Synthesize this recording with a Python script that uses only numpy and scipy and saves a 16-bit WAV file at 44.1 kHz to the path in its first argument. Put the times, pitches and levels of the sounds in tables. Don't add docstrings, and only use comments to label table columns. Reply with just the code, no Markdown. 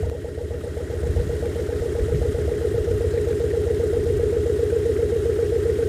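import sys
import numpy as np
from scipy import signal
from scipy.io import wavfile

SR = 44100
rng = np.random.default_rng(int(sys.argv[2]) if len(sys.argv) > 2 else 0)


def int16_out(signal):
    q = np.round(np.clip(np.atleast_2d(signal).T, -1, 1) * 32767)
    wavfile.write(sys.argv[1], SR, q.astype(np.int16))


def boost_factor(decibels):
    exponent = np.asarray(decibels, float) / 20
    return 10 ** exponent


N = 259308

# place/cycle, f/Hz, swell/ms, side level/dB, nose level/dB
THUMP_RINGS = [(0.0021, 77, 9.2, -23.5, -27.5), (0.2752, 120.4, 29.4, -36, -35.5),
               (0.2919, 146.4, 18.7, -39.5, -38.5), (0.3941, 78.2, 19.8, -24, -23.5),
               (0.6328, 68.5, 12.4, -40, -25.5), (0.7395, 88.8, 23.6, -33.5, -25),
               (0.749, 152.5, 23.4, -40.5, -38)]
# place/cycle, f/Hz, swell/ms, side level/dB, nose level/dB
BARK_RINGS = [(0.0235, 473.1, 19.0, -27, -54), (0.0617, 273.9, 30, -46.5, -40),
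              (0.1098, 466, 6.9, -25.5, -52), (0.1222, 445.8, 26.7, -42, -28),
              (0.1589, 341.4, 25.7, -50.5, -36.5), (0.2884, 428.6, 17.2, -37.5, -19.5),
              (0.2942, 477.5, 11.1, -27.5, -24), (0.4145, 373.5, 19.3, -36.5, -24),
              (0.4539, 427.2, 25, -34, -23), (0.5504, 390.5, 12.4, -58, -20.5),
              (0.6247, 281.7, 6.3, -36.5, -32.5), (0.6596, 410.1, 11.0, -60, -20),
              (0.8225, 337.6, 9.2, -35, -29.4), (0.001, 461.6, 11.46, -26, -17)]
# place/cycle, f/Hz, swell/ms, side level/dB, nose level/dB
OVERTONE_RINGS = [(0.062, 696, 4.6, -43, -51.5), (0.0272, 610, 2.9, -31, -38.5),
                  (.093, 823, 11, -44.5, -56), (.10, 910, 9.4, -52, -72), (.273, 546, 7.7, -35, -55),
                  (.30, 630.2, 21.6, -43.5, -61), (0.011, 535, 3.2, -34.5, -34),
                  (.63, 603, 4.4, -42.5, -50), (.49, 598, 4, -42, -48)]
# t/s, f/Hz, swell/ms, level/dB
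EARLIER_RINGS = [
    (.001, 425, 11, -23.5),
    (.028, 680, 4, -31.5),
    (.04, 920, 5.3, -46),
    (.058, 610, 9.3, -35.5),
]
# cycle number, cycle length/ms
IDLE_SPEED = [
    (0, 130.63),
    (9, 131.58),
    (33, 132.29),
    (44, 133.82),
]
# t/s, bearing/deg (0 side, 90 nose)
WALK_BEARING = [
    (.75, 2.8),
    (2.6, 31),
    (5.1, 73),
]
# t/s, level re full gain/dB
MIC_GAIN = [
    (0, -1),
    (.095, -7),
    (.11, -6.5),
    (.35, -6),
    (1.15, -0.5),
    (2, 0.36),
    (4, 0),
    (5.88, 0.5),
]
# f/Hz, density/dB per Hz
ROAR_SPECTRUM = [(150, -6), (220, -6), (300, -5.5), (450, 1.5), (600, -21), (800, -11), (1000, -49.5)]
# f/Hz, density/dB per Hz
RATTLE_SPECTRUM = [(530, -44), (900, 1), (1030, -4), (1440, 4.5), (1880, 2), (2370, -4.5), (2700, -12),
                   (3510, -31), (5940, -120)]
# f/Hz, density/dB per Hz
HISS_SPECTRUM = [(1350, -18), (2300, -6.5), (2940, 0.5), (3110, 3), (3590, 0), (3860, -0.5), (4450, -1.5),
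                 (5140, -3), (8620, -3), (15400, -16)]
# f/Hz, width/Hz, level/dB
CASE_MODES = [(1881, 49, -7), (3230, 90, -22), (1590, 36, -26)]
# f/Hz, width/Hz, level/dB
COWLING_MODES = [(2760, 40, 1), (3214, 34, 3), (3860, 200, -0.5), (5170, 340, -3.5), (5530, 99, -11),
                 (7040, 780, -2.5), (8900, 980, -0.5), (11500, 240, -3.5), (12500, 400, -10)]
# t/s, peak/dB
LOW_PANEL_KNOCKS = [(0.9933, -43), (1.3507, -42.5), (1.4555, -33), (1.8461, -40), (1.9504, -37),
                    (1.9938, -34), (2.3864, -40), (2.9122, -42), (3.2858, -35), (3.328, -32.5),
                    (3.3811, -40), (4.18, -38), (4.4676, -38), (4.704, -34), (5.1611, -38), (5.8231, -37)]
# t/s, peak/dB
HIGH_PANEL_KNOCKS = [(2.1446, -34.5), (2.5365, -35.5), (3.1751, -32), (3.5125, -33.5), (4.8528, -36.5),
                     (4.9171, -41), (4.962, -33.5), (5.0912, -38), (5.5537, -35), (5.6973, -38),
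                     (5.7544, -37)]
# t/s, level/dB, half length/s
WIND_GUSTS = [
    (.01, -28, .07),
    (1.19, -30, 0.25),
    (2.15, -31, 0.17),
    (2.5, -37, 0.11),
    (2.92, -40, 0.15),
    (4.1, -33, 0.17),
]
# t/s, f/Hz, level/dB
WIND_BUFFETS = [(0.025, 85, -22), (0.056, 75, -18), (0.082, 72.5, -19.5), (1.043, 88, -23),
                (1.101, 71, -20), (1.144, 80.5, -28), (1.19, 76.6, -15), (1.267, 112, -19),
                (1.212, 149, -20), (1.805, 69.6, -15.5), (2.001, 50, -17), (2.105, 69, -23),
                (2.143, 131, -15.5), (2.164, 150, -23), (2.189, 75.5, -30), (2.279, 90.7, -21),
                (2.393, 96.6, -25), (2.433, 79, -23), (2.483, 82, -28), (2.745, 94, -12.5), (2.8, 50, -22),
                (2.899, 69, -18), (2.954, 82, -18), (3.066, 80.7, -23), (4.0, 50, -31)]
# t/s, peak/dB
TICKS = [
    (0.099, -22),
]


def exhaust():
    gain_db, = in_time(MIC_GAIN)
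    thump = boost_factor(-0.26) * pipes(THUMP_RINGS, uneven_db=1.0, late_ms=0.13)
    bark = boost_factor(1) * pipes(BARK_RINGS, uneven_db=-0.66, late_ms=0.042)
    overtones = boost_factor(0.6) * pipes(OVERTONE_RINGS, uneven_db=1.5, late_ms=0.047)
    roar = boost_factor(-34.5 + gain_db) * banded_noise(ROAR_SPECTRUM, patchy_db=0.46, rate_hz=19)
    return boost_factor(0.28 * gain_db) * (thump + bark + overtones) + roar


def pipes(rings, uneven_db, late_ms):
    start_s, cycles = crank()
    lead = SR // 2
    burns = rng.standard_normal((4, 2, 47))
    out = np.zeros(N + lead)
    for place, hz, swell_ms, side_db, nose_db in rings:
        late, strong = burns[round(4 * place) % 4]
        fired_s = np.interp(np.arange(-3, 44) + place, cycles, start_s) + late_ms / 1000 * late
        bearing_deg = np.interp(fired_s, *np.transpose(WALK_BEARING))
        bearing = np.radians(np.clip(bearing_deg, 0, 90))
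        heard = boost_factor(side_db) * np.cos(bearing) + boost_factor(nose_db) * np.sin(bearing)
        clicks = np.zeros(N + 2 * lead)
        clicks[(fired_s * SR + lead).round().astype(int)] = heard * boost_factor(uneven_db * strong)
        out += swell(clicks[:N + lead], hz, swell_ms)
    return out[lead:]


def crank():
    cycles = np.arange(-4, 47)
    length_s = np.interp(cycles, *np.transpose(IDLE_SPEED)) / 1000
    start_s = np.cumsum(length_s) - length_s
    return start_s - start_s[4] + 0.1094, cycles


def machinery():
    gain_db, = in_time(MIC_GAIN)
    cycle, = in_time(np.transpose(crank()))
    firing = np.cos(2 * np.pi * (4 * cycle - .4)) + .5 * np.cos(2 * np.pi * (2 * cycle - .65))
    rattle = valve_gear(firing, gain_db) * boost_factor(-48.5 + gain_db + 0.75 * firing)
    hiss = propeller_air(firing) * boost_factor(-48.5 + gain_db)
    return rattle + hiss + panel_knocks()


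def valve_gear(firing, gain_db):
    white = rng.standard_normal(N)
    case = sum(boost_factor(db) * rms_one(resonance(white, hz, width_hz)) for hz, width_hz, db in CASE_MODES)
    taps_per_s = 500 * boost_factor(4.5 * firing + 2.5 * drift(9))
    taps = boost_factor(-4.0) * clatter(taps_per_s, low_hz=1268, high_hz=2144, cycles=4.1)
    contact = boost_factor(-0.5) * banded_noise(RATTLE_SPECTRUM, patchy_db=2.0, rate_hz=45)
    return contact + boost_factor(0.9 - 0.69 * gain_db) * case + taps


def clatter(per_s, low_hz, high_hz, cycles):
    strength = boost_factor(3.2 * np.minimum(rng.exponential(1, N), 3.5))
    taps = strength * (rng.random(N) < per_s / SR)
    dealt = rng.integers(0, 10, N)
    pitches_hz = np.geomspace(low_hz, high_hz, num=10)
    rings = (swell(taps * (dealt == k), hz, 1000 * cycles / hz) for k, hz in enumerate(pitches_hz))
    return rms_one(sum(rings))


def propeller_air(firing):
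    blades = np.cos(2 * np.pi * 10 * np.arange(N) / SR + 0.32 * drift(1.0))
    grit = boost_factor(3.1 * np.minimum(rng.exponential(1, N), 7))
    air = banded_noise(HISS_SPECTRUM, patchy_db=1.37, rate_hz=54) * rms_one(grit + 1.7)
    panels = 0
    for hz, width_hz, db in COWLING_MODES:
        panels = panels + 0.43 * boost_factor(2.8 * drift(25) + db) * resonance(air, hz, width_hz)
    return rms_one(air + panels) * boost_factor(0.45 * firing + 0.15 * blades)


def panel_knocks():
    low, high = clicks_at(LOW_PANEL_KNOCKS), clicks_at(HIGH_PANEL_KNOCKS)
    shared = boost_factor(-5) * swell(low + high, 2310, 0.98)
    return boost_factor(-2.0) * (swell(low, 1510, 1.3) + swell(high, 1885, 1.9) + shared)


def handling():
    tick = resonance(boost_factor(3) * clicks_at(TICKS) + 1e-18, 2000, 3500)
    return tick + sum(swell(clicks_at([(s, db)]), hz, swell_ms) for s, hz, swell_ms, db in EARLIER_RINGS)


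def wind():
    t = np.arange(N) / SR
    gust = boost_factor(-39) + sum(boost_factor(db) * np.exp(-((t - s) / half_s) ** 2) for s, db, half_s in WIND_GUSTS)
    lumps = rng.standard_normal(N) * boost_factor(1.3 * drift(10))
    rumble = signal.sosfilt(signal.butter(2, [45, 110], "band", fs=SR, output="sos"), lumps)
    buffets = sum(swell(clicks_at([(s, db)]), hz, 1000 * 0.57 / hz) for s, hz, db in WIND_BUFFETS)
    return gust * rms_one(rumble) + buffets


def swell(clicks, hz, swell_ms):
    decay = 1000 / (swell_ms * SR)
    pole = np.exp(-decay + 2j * np.pi * hz / SR)
    ring = signal.lfilter([0, pole], [1, -2 * pole, pole ** 2], clicks + 1e-18)
    return np.e * decay * ring.imag


def resonance(x, hz, width_hz):
    r = np.exp(-np.pi * width_hz / SR)
    poles = [1, -2 * r * np.cos(2 * np.pi * hz / SR), r * r]
    return signal.lfilter((1 - r * r) / 2 * np.array([1, 0, -1]), poles, x)


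def banded_noise(spectrum, patchy_db, rate_hz):
    hz, level_db = np.transpose(spectrum)
    edges = hz[0] * 2 ** np.arange(0, np.log2(hz[-1] / hz[0]) + .01, 1 / 3)
    edges = np.append(edges[edges < .9 * hz[-1]], 1.1 * hz[-1])
    out, white, together = 0, rng.standard_normal((2, N)), drift(rate_hz)
    for k, (low, high) in enumerate(zip(edges, edges[1:])):
        band = signal.sosfilt(signal.butter(2, [low, high], "band", fs=SR, output="sos"), white[k % 2])
        band_db = np.interp(np.log(low * high) / 2, np.log(hz), level_db)
        flicker_db = patchy_db * (0.36 * together + 0.97 * drift(rate_hz))
        out = out + band * boost_factor(band_db + flicker_db)
    return rms_one(out)


def drift(rate_hz):
    r = np.exp(-80 * np.pi * rate_hz / SR)
    slow = signal.lfilter([1], [1, -2 * r, r * r], rng.standard_normal(N // 40 + 2002))[2000:]
    return np.interp(np.arange(N) / 40, np.arange(len(slow)), rms_one(slow))


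def clicks_at(rows):
    s, db = np.transpose(rows)
    clicks = np.zeros(N)
    clicks[(s * SR).round().astype(int)] = boost_factor(db)
    return clicks


def in_time(rows):
    s, *columns = np.transpose(rows)
    return [np.interp(np.arange(N) / SR, s, c) for c in columns]


def rms_one(x):
    return x / np.sqrt(np.mean(x ** 2) + 1e-20)


def scene():
    engine, gusts = exhaust(), wind()
    change, source = round(.0984 * SR), round(1.657 * SR)
    engine[:change] = boost_factor(-5) * engine[source:source + change]
    gusts[change:2 * change] *= np.linspace(0, 1, change) ** 2
    return (engine + machinery() + handling() + gusts)[None, :]


def low_pass(x):
    return signal.sosfilt(signal.butter(12, 15800, fs=SR, output="sos"), x)


def record(dry):
    x = signal.sosfilt(signal.butter(2, 30, "high", fs=SR, output="sos"), dry)
    x = signal.sosfilt(signal.ellip(12, .5, 60, 15520, fs=SR, output="sos"), x)
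    return low_pass(x)


dry = scene()
out = record(dry)
int16_out(out)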